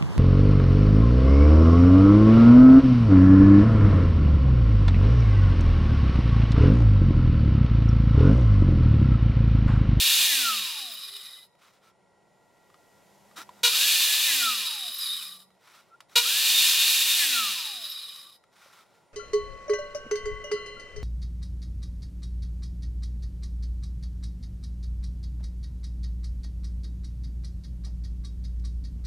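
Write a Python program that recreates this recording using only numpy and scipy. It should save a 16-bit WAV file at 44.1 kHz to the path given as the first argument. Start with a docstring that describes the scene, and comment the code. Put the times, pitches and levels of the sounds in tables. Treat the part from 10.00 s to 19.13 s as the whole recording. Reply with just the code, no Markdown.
"""First comes the roar of a hand-held circular saw, close by, in the first of three short cuts on a bench.
Turbulent air makes the roar; as friction brakes the rotor, it gives way to falling whines and gear rattle.
At each of the two restarts the inrush current forces a hard magnetic buzz from the motor.
Between cuts the saw slides back and knocks on its guide track, over the quiet hum of a small workshop."""
import sys
import numpy as np
from scipy import signal
from scipy.fft import rfft, irfft, next_fast_len
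from scipy.io import wavfile
from scipy.ndimage import uniform_filter1d

SR = 44100
rng = np.random.default_rng(int(sys.argv[2]) if len(sys.argv) > 2 else 0)


def to_wav(sig):
    """Store sig (one row per channel, or 1-D mono) as 16-bit WAV at the path in sys.argv[1].

    Samples outside -1..1 are clipped; the rate is SR.
    """
    pcm = np.clip(np.atleast_2d(sig), -1, 1) * 32767
    pcm = np.round(pcm).astype(np.int16)
    wavfile.write(sys.argv[1], SR, pcm.T)  # frames by channels


N = 402633
T = np.arange(N) / SR
HZ = np.maximum(np.linspace(0, SR / 2, num=8193), 1)  # frequency axis of the gain curves


def undb(db):
    """Amplitude ratio of a level in decibels."""
    return np.exp(np.asarray(db) * np.log(10) / 20)


def unit(x):
    """Normalisation to rms 1."""
    return x / np.sqrt(np.mean(x ** 2))


def noise():
    """Gaussian white noise."""
    return rng.standard_normal(N)


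def walk(rate):
    """Random modulation of rms 1: straight lines between values drawn `rate` times a second."""
    step = max(int(SR / rate), 1)
    return unit(uniform_filter1d(np.repeat(rng.standard_normal(N // step + 1), step)[:N], step))


def grit(rate, spread_db):
    """Shot noise: tiny impacts of uneven size, on average `rate` a second."""
    return unit((rng.random(N) < rate / SR) * noise() * undb(spread_db * np.clip(noise(), -2, 2)))


def spectrum(points, hz=HZ):
    """Spectral envelope: gain from levels interpolated over log frequency."""
    freqs, db = np.transpose(points)
    return undb(np.interp(np.log(np.maximum(hz, 1)), np.log(freqs), db))


def resonances(modes):
    """Modal response: the gain of resonance peaks that add in power."""
    return np.sqrt(sum(undb(db) ** 2 / (1 + (2 * (HZ - hz) / width) ** 2) ** 2
                       for hz, width, db in modes))


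def band(lo_hz, hi_hz):
    """Gain of a band-pass with eighth-order skirts."""
    return ((1 + (lo_hz / HZ) ** 16) * (1 + (HZ / hi_hz) ** 16)) ** -.5


def colour(x, gain):
    """Filtering as a product of spectra; the result has rms 1."""
    size = next_fast_len(N, True)
    bin_gain = np.interp(np.arange(size // 2 + 1) * SR / size, HZ, gain)
    return unit(irfft(rfft(x, size) * bin_gain, size)[:N])


def arch(start, length, crest=.5):
    """Envelope of two quarter sines, peaking at the fraction `crest` of its length."""
    return np.sin(np.pi / 2 * np.interp(T, [start, start + length * crest, start + length], [0, 1, 0]))


def swells(rows, waver_rad, flutter_db):
    """Narrow-band tones: half-sine envelopes with random phase and amplitude modulation."""
    out = np.zeros(N)
    drift = waver_rad * walk(60)
    flutter = undb(flutter_db * walk(35))
    for start, length, hz, db in rows:
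        out += undb(db) * arch(start, length) * flutter * np.sin(2 * np.pi * hz * T + drift)
    return out


def reflections(x, decay_s, gap_s=.002):
    """Reverberation: convolution with dense, fast-fading echoes from bench and walls, even in colour."""
    t = np.arange(SR // 5) / SR
    echoes = rfft(rng.standard_normal(len(t)) * np.exp(-t / decay_s) * (t > gap_s))
    whitened = echoes / np.sqrt(uniform_filter1d(np.abs(echoes) ** 2, size=12))
    return signal.oaconvolve(x, irfft(whitened, len(t)))[:N]


def pause_age():
    """Time [s] for which the rotor has stood still; 0 while it turns."""
    next_starts = [run[0] for run in RUNS[1:]] + [np.inf]
    return sum((T < start) * np.maximum(T - run[1], 0) for run, start in zip(RUNS, next_starts))


# spectra of the ventilation and of a faint hiss: (frequency [Hz], relative level [dB])
VENTILATION = [(15, -50.5), (25, -22), (184, -4.5), (228, -10), (485, -4), (951, -5.5), (1250, -19.5),
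               (1350, -13.5), (1770, -24), (1970, -13), (2320, -20.5), (9410, -31.5), (15700, -52.5)]
HISS = [(700, -15), (1300, 1), (2000, 0), (4000, -1), (7200, -2), (10000, -7), (12200, -4), (15700, -13)]
# machine tones in the room: (frequency [Hz], relative level [dB])
MACHINE_HUM = [(850.6, -75), (958.2, -75.5), (1389, -77), (1922, -76), (5550, -89), (6880, -88.5),
               (7251, -88), (9249, -85.5)]


def workshop(vent_db=-68.8, hum_db=-7, hiss_db=-65, side_db=-8, rumble_db=-86,
             rise_db_per_s=4.3, hiss_onset_s=1.3):
    """Ambient field, as uncorrelated mid and side: noise and wavering tones that creep up in each pause."""
    age = pause_age()
    rise = undb(rise_db_per_s * age)
    hum = np.sqrt(2) * sum(undb(db + 2 * walk(5.5)) * np.sin(2 * np.pi * hz * T + .8 * walk(10))
                           for hz, db in MACHINE_HUM)
    hiss = undb(hiss_db) * age ** 4 / (age ** 4 + hiss_onset_s ** 4) * colour(noise(), spectrum(HISS))
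    vent_mid = undb(vent_db) * colour(noise(), spectrum(VENTILATION))
    vent_side = undb(vent_db + side_db) * colour(noise(), spectrum(VENTILATION) / (1 + HZ / 1500))
    rumble = undb(rumble_db) * colour(noise(), band(25, 130))
    return rise * (vent_mid + undb(hum_db) * hum) + hiss, rise * (vent_side + rumble)


# low tones in the room: (time [s], duration [s], frequency [Hz], level [dB])
DRONES = [(1.04, .2, 400, -65), (1.6, 0.85, 194.6, -74.5), (2.9, 1, 201, -66), (4.95, 0.76, 187, -67)]


def room_drones():
    """Slow amplitude modulation: low, nearly pure tones swell and fade."""
    return swells(DRONES, waver_rad=.4, flutter_db=1.5)


# brief ringing of metal, and short flares of gear mesh tones through the case modes while the rotor coasts:
# (time [s], duration [s], frequency [Hz], level [dB])
RINGS = [(1.03, 0.43, 2010, -58.5), (1.83, .1, 1340, -59), (3.355, 0.057, 1280, -42.5),
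         (4.98, 0.51, 1170, -56.5), (4.99, 0.07, 4900, -37), (5.08, 0.07, 3700, -33),
         (5.2, 0.045, 2460, -49), (5.215, .05, 3750, -42), (5.905, 0.055, 1350, -54.5),
         (7.97, 0.4, 1148, -56.5), (8.09, 0.055, 3000, -51), (8.755, 0.076, 1326, -56.5)]


def metal_rings():
    """Brief unsteady ringing: metal parts ring, and gear mesh tones flare as they cross the case modes."""
    return swells(RINGS, waver_rad=2.4, flutter_db=3.5)


# pushes along the track, and short hard scrapes: (time [s], duration [s], level [dB])
SLIDES = [(1.575, .145, -60), (1.68, .13, -67), (1.8, .12, -63), (5.48, .55, -69), (5.59, .25, -59),
          (8.43, .7, -69), (8.51, .21, -58.5), (8.68, .165, -59.5)]
SCRAPES = [(3.357, .056, -41), (3.395, 0.046, -45.5), (6.08, 0.13, -58), (3.5, .14, -63)]
# spectrum of the base plate on the track: (frequency [Hz], relative level [dB])
CONTACT = [(180, -38.5), (300, -7), (545, -21.5), (687, -12), (1400, -2), (1600, -9.5), (2340, -8.5),
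           (2630, -11.5), (3050, -12), (3840, -9.5), (4530, -14.5), (5720, -13), (6110, -16),
           (10200, -18.5), (15700, -23)]
# modes of the base plate: (frequency [Hz], bandwidth [Hz], relative level [dB])
PLATE_MODES = [(1374, 140, -6), (3120, 48, -8), (3800, 100, -5.5), (4740, 54, -16.5), (5330, 63, -13.5),
               (5830, 140, -17), (6920, 43, -17)]


def sliding(treble_db=-8.5):
    """Sliding friction: the base plate slips unevenly on the dusty track; hard pushes excite its modes."""
    rub = (noise() + .52 * grit(rate=1200, spread_db=3)) * undb(1.4 * walk(70))
    contact = spectrum(CONTACT)
    body = colour(rub, contact * band(500, 5000))
    treble = undb(treble_db) * colour(rub, contact * band(5500, 16000))
    ringing = colour(rub, resonances(PLATE_MODES) + contact)
    travel = sum(undb(db) * arch(start, length, crest=.62) for start, length, db in SLIDES)
    push = sum(undb(db) * arch(start, length) for start, length, db in SCRAPES)
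    return travel * (body + treble) + push * ringing


# knocks and latch clicks: (time [s], thud level [dB], thud frequency [Hz], click level [dB])
KNOCKS = [(1.552, -58, 581, -59.5), (2.7, -51, 1200, -58), (2.742, -45, 1240, -53), (3.312, -51, 1200, -55),
          (3.491, -33.5, 984, -46), (5.504, -68, 1100, -59), (6.005, -56, 912, -38.5),
          (6.096, -53, 805, -52), (8.438, -50.5, 1310, -55), (8.66, -47, 550, -53)]


def knocks(attack_s=.00045, thud_s=.0045, click_s=.003, tail_s=.015):
    """Damped free vibration: each impact gives a wooden thud and a click from the metal plate."""
    out = np.zeros(N)
    plate = colour(noise(), spectrum(CONTACT) * band(900, 16000) / (1 + HZ / 7000))
    t = np.arange(SR // 10) / SR
    attack = 1 - np.exp(-t / attack_s)
    for start, thud_db, hz, click_db in KNOCKS:
        span = slice(int(start * SR), int(start * SR) + len(t))
        thud = np.sin(2 * np.pi * hz * t) * np.exp(-t / thud_s)
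        click = plate[span] * (np.exp(-t / click_s) + .1 * np.exp(-t / tail_s))
        out[span] += attack * (undb(thud_db) * thud + undb(click_db) * click)
    return out


# starting kicks of the motor: (time [s], level [dB], hold [s], decay time [s])
KICKS = [(3.632, -17.3, 0.03, 0.026), (6.155, -15.3, 0.027, 0.019)]
# spectrum of a kick: (frequency [Hz], relative level [dB])
KICK_SPECTRUM = [(150, -60), (300, -25), (454, -12), (720, -19), (972, -9), (1200, -19), (1420, -8),
                 (1600, -16), (2150, -14), (2400, -4), (2630, -10), (2880, -3), (3300, -8), (3840, 2.5),
                 (4610, -7.5), (15700, -22)]


def starting_kicks(buzz_hz=479, hum_db=-44, rattle_gain=.65, attack_s=.008, inrush_s=.1):
    """Magnetic forcing: the inrush current shakes the motor into a hard buzz that leaves a brief hum."""
    cycles = buzz_hz * T + .02 * walk(200)
    period = np.arange(513) / 512
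    # 32 equal harmonics; quadratic phases spread their energy over the period
    waveform = sum(np.cos(2 * np.pi * (k * period + k * k / 24)) for k in range(1, 33))
    buzz = unit(np.interp(cycles % 1, period, waveform)) * undb(1.5 * walk(160))
    rattle = colour(noise() * (1 + .6 * np.cos(2 * np.pi * cycles)), band(900, 16000))
    envelope = np.zeros(N)
    for start, db, hold, decay in KICKS:
        attack = np.sqrt(np.clip((T - start) / attack_s, 0, 1))
        envelope += undb(db) * attack * np.exp(-np.maximum(T - start - hold, 0) / decay)
    current = sum((T > start) * np.exp(-np.abs(T - start) / inrush_s) for start, *_ in KICKS)
    hum = undb(hum_db) * current * (np.sin(2 * np.pi * cycles) + .6 * np.sin(4 * np.pi * cycles))
    return envelope * colour(buzz + rattle_gain * rattle, spectrum(KICK_SPECTRUM)) + hum


# runs of the motor: (start time [s], time at rest [s], gear gain [dB], gear treble gain [dB])
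RUNS = [(-.8, 1.493, -38.5, -8), (3.633, 5.474, -37.7, -6), (6.156, 8.4, -39.3, -9.5)]
# rotor speed held under load: (time [s], speed [Hz])
LOADED_SPEED = [(.18, 305.3), (.25, 310), (.3, 303), (3.7, 305), (4.0, 303), (4.11, 284), (4.25, 302),
                (6.4, 309), (6.65, 306), (6.95, 302), (7.15, 305)]
FULL_SPEED_HZ = 305


def rotor_speed(run_up_s=.085, drag_hz=245, friction_hz_per_s=180):
    """Rotor dynamics: exponential run-up, then braking by dry friction and fan drag, equal at drag_hz."""
    held = np.interp(T, *np.transpose(LOADED_SPEED))
    speed = np.zeros(N)
    for start, rest, *_ in RUNS:
        rise = held * (1 - np.exp(-np.maximum(T - start, 0) / run_up_s))
        # constant friction plus square-law drag gives a tangent curve
        coast = drag_hz * np.tan(np.clip((rest - T) * friction_hz_per_s / drag_hz, 0, 1))
        speed += np.minimum(rise, coast)
    return speed


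def rotor_orders(orders, turns, blur_rad, flutter_db):
    """Rotational orders: unsteady partials at multiples of rotor speed, from (order, level [dB], gain)."""
    out = np.zeros(N)
    for order, db, gain in orders:
        amplitude = undb(db + flutter_db * walk(45)) * gain
        out += amplitude * np.sin(2 * np.pi * order * turns + blur_rad * walk(260))
    return np.sqrt(2) * out


# tones of fan and shaft: (order [per turn], level at 250 Hz rotor speed before radiation [dB], exponent)
FAN_ORDERS = [(1.075, -52.5, 2.1), (2.15, -59, 1.4), (3, -56.5, 2.1), (6, -40.5, 1.9), (7, -47, 6.5),
              (8, -46.5, 6.2)]
# radiation efficiency of the housing: (frequency [Hz], gain [dB])
RADIATION = [(165, -24), (200, -2), (275, 0), (320, -12.5), (560, -15.5), (660, -6.5), (900, -5),
             (1090, -12), (1200, 2.5), (1310, 15), (1420, 5), (1530, -10), (1720, 0.5), (1830, -7),
             (1950, 2.5), (2200, -7.5)]


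def motor_whines(speed, turns, powered_fan_db=-12, labour_db=-42.5, slots_db=-33):
    """Periodic forcing: armature slots and the labouring motor sing under power, the fan when coasting."""
    coasting = uniform_filter1d(1. * (np.gradient(speed) * SR < -175), size=3000)  # slowing by >175 Hz/s
    powered = 1 - coasting
    labouring = np.clip((FULL_SPEED_HZ - speed) / 20, 0, 1)
    turning = np.clip((speed - 85) / 25, 0, 1)
    fan_orders = [(order, db, spectrum(RADIATION, order * speed) * (speed / 250) ** exponent)
                  for order, db, exponent in FAN_ORDERS]
    fan = rotor_orders(fan_orders, turns, blur_rad=.15, flutter_db=2)
    pace = speed / FULL_SPEED_HZ
    motor_orders = [(12, slots_db, pace ** 8), (6, labour_db, labouring * pace ** 4)]
    motor = rotor_orders(motor_orders, turns, blur_rad=.12, flutter_db=2)
    return fan * turning * undb(powered_fan_db * powered) + powered * motor


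# gear mesh tones, and thin whistles above them: (order [per turn], relative level [dB])
MESH_ORDERS = [(30, -3.5), (47, -3), (60, 1), (70, -5), (141, -2.5)]
WHISTLE_ORDERS = [(70, -25.5), (141, -18.5), (282, -24)]
# spectrum of the gears: (frequency [Hz], relative level [dB])
GEAR_SPECTRUM = [(530, -59), (900, -37), (1140, -13), (1400, -15), (2180, -18), (2430, -17.5), (3320, -13),
                 (3830, -1), (4310, -13), (5040, -1.5), (5820, -22.5), (10600, -13), (15700, -25)]
# modes of the gear case: (frequency [Hz], bandwidth [Hz], relative level [dB])
CASE_MODES = [(1133, 180, -15), (1916, 43, -16.5), (2430, 67, -8.5), (3034, 140, -5.5), (3856, 280, 3),
              (5230, 200, -22.5), (6100, 170, -23.5), (8740, 180, -22.5), (10200, 25, -9.5),
              (10600, 120, -11.5), (11040, 71, -8.5), (12200, 140, -17), (13300, 480, -21.5),
              (14000, 170, -18.5)]
# harder rattling of the loose gears while coasting: (time [s], duration [s], added level [dB])
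RATTLES = [(4.92, .47, 4)]


def gears(speed, turns, reference_hz=100, seated_hz=200, stall_hz=6, crisp_db=3, torque_db=5, torque_s=.2):
    """Backlash: chattering teeth and rough mesh tones excite the case modes, crisper as the rotor slows."""
    mesh_orders = [(order, db, order * speed < 16000) for order, db in MESH_ORDERS]
    mesh = unit(rotor_orders(mesh_orders, turns, blur_rad=1.3, flutter_db=3))
    chatter = .5 * grit(rate=3500, spread_db=1) + noise() + .3 * mesh
    chatter *= undb(1.4 * walk(140) + walk(22))
    case = undb(-1) * spectrum(GEAR_SPECTRUM) + resonances(CASE_MODES)
    body = colour(chatter, case * band(1000, 6140))
    crispness = undb(crisp_db * np.clip(1 - speed / reference_hz, -.5, 1))
    treble = crispness * colour(chatter, case * band(6700, 16000))
    whistle_hz, whistle_gain = [5500, 11000, 13000, 15480, 17000], [.2, .3, 1, .96, 0]
    whistle_orders = [(order, db, np.interp(order * speed, whistle_hz, whistle_gain))
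                      for order, db in WHISTLE_ORDERS]
    whistle = rotor_orders(whistle_orders, turns, blur_rad=1, flutter_db=5.5)
    force = (speed / reference_hz) ** .88 * np.tanh((speed / stall_hz) ** 2)
    force /= np.sqrt(1 + (speed / seated_hz) ** 6)  # at speed, fan drag holds the teeth together
    rattle = undb(sum(db * arch(start, length) for start, length, db in RATTLES))
    out = np.zeros(N)
    for start, rest, db, treble_db in RUNS:
        boost_db = torque_db * np.exp(-np.abs(T - start) / torque_s)  # louder under starting torque
        running = (T > start) * (T < rest)
        out += running * undb(db + boost_db) * (body + undb(treble_db) * treble + whistle)
    return force * rattle * out


# spectra of the air's lowest band and of its upper bands: (frequency [Hz], relative level [dB])
AIR_LOW = [(18, -53), (30, -31), (322, -15), (404, -18.5), (473, -11), (555, -15), (939, -6.5),
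           (1410, -1.5), (1740, 5), (2000, -5.5), (2600, -30.5), (4400, -120)]
AIR_HIGH = [(590, -55), (1000, -36), (1120, -23.5), (1410, -18.5), (1740, -11), (2090, -14.5), (2400, -6),
            (2820, -1), (3060, -4), (3680, 2), (5830, -8), (10300, -7.5), (12600, -8), (15700, -10)]
# modes of guard and blade: (frequency [Hz], bandwidth [Hz], relative level [dB])
GUARD_MODES = [(1830, 87, -16), (2426, 76, 3.5), (2760, 130, -6.5), (3700, 60, -9.5), (4290, 150, -6),
               (7470, 120, -17), (12800, 140, -7.5)]
# bands of the roar: (low edge [Hz], high edge [Hz], saturation level [dB], knee speed [Hz], share of bite)
AIR_BANDS = [(170, 1150, -51.2, 200, .4), (1200, 3100, -31.6, 216, .6), (3300, 6300, -28, 226, .9),
             (6600, 16000, -27.9, 250, .4)]
# the blade bites into the board: (time [s], duration [s], added level at full share [dB])
BITES = [(-.2, .65, 2), (3.6, .52, 2.7), (6.22, .9, 3.1)]


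def air_roar(speed, turns, buffet_db=-66.5, spark_drive=.85, spark_s=.12):
    """Turbulence: air and chips roar through the guard, brighter with speed, and buffet the microphone."""
    bite_db = sum(db * arch(start, length) for start, length, db in BITES)
    chop = 1 + .16 * np.sin(2 * np.pi * turns)  # once a turn
    rush = (noise() + .35 * grit(rate=4000, spread_db=3)) * chop * undb(.7 * walk(30))
    guard = spectrum(AIR_HIGH) + undb(-7.5) * resonances(GUARD_MODES)
    # the brushes spark and hiss under the starting current
    spark = spark_drive * sum((T > start) * np.exp(-np.abs(T - start) / spark_s) for start, *_ in RUNS)
    buffet = undb(buffet_db) * colour(noise(), band(36, 190)) * (speed / FULL_SPEED_HZ) ** 10
    roar = np.zeros(N)
    for index, (lo_hz, hi_hz, db, knee_hz, share) in enumerate(AIR_BANDS):
        drive = np.hypot((speed / knee_hz) ** 4, spark)
        envelope = undb(db + share * bite_db) * drive / np.hypot(1, drive)
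        response = guard if index else spectrum(AIR_LOW)
        roar += envelope * colour(rush, response * band(lo_hz, hi_hz))
    return buffet + roar


def saw():
    """Common excitation: one rotor drives all three; air leads at speed, gear noise as it slows."""
    speed = rotor_speed()
    turns = np.cumsum(speed) / SR
    return air_roar(speed, turns) + gears(speed, turns) + motor_whines(speed, turns)


# stereo width of the echoes: (frequency [Hz], side level relative to mid [dB])
ECHO_WIDTH = [(60, -3), (110, -7), (200, -13), (380, -11), (700, -20), (1290, -27), (2380, -30),
              (4400, -12.5), (8120, -6), (15000, -1)]


def scene():
    """Superposition in mid and side: sources sit straight ahead; echoes and room noise give the width."""
    room_mid, room_side = workshop()
    mid = saw() + starting_kicks() + sliding() + knocks() + metal_rings() + room_drones() + room_mid
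    width = spectrum(ECHO_WIDTH, np.arange(N // 2 + 1) * SR / N)
    side = irfft(rfft(reflections(mid, decay_s=.02)) * width, N) + room_side
    mid = mid + undb(-15) * reflections(mid, decay_s=.012)
    return np.array([mid + side, mid - side])


def record(dry):
    """Band limiting: a steep elliptic low-pass removes the treble above 15.8 kHz."""
    return signal.sosfilt(signal.ellip(10, .2, 80, 15800, fs=SR, output="sos"), dry)


dry = scene()
out = record(dry)
to_wav(out)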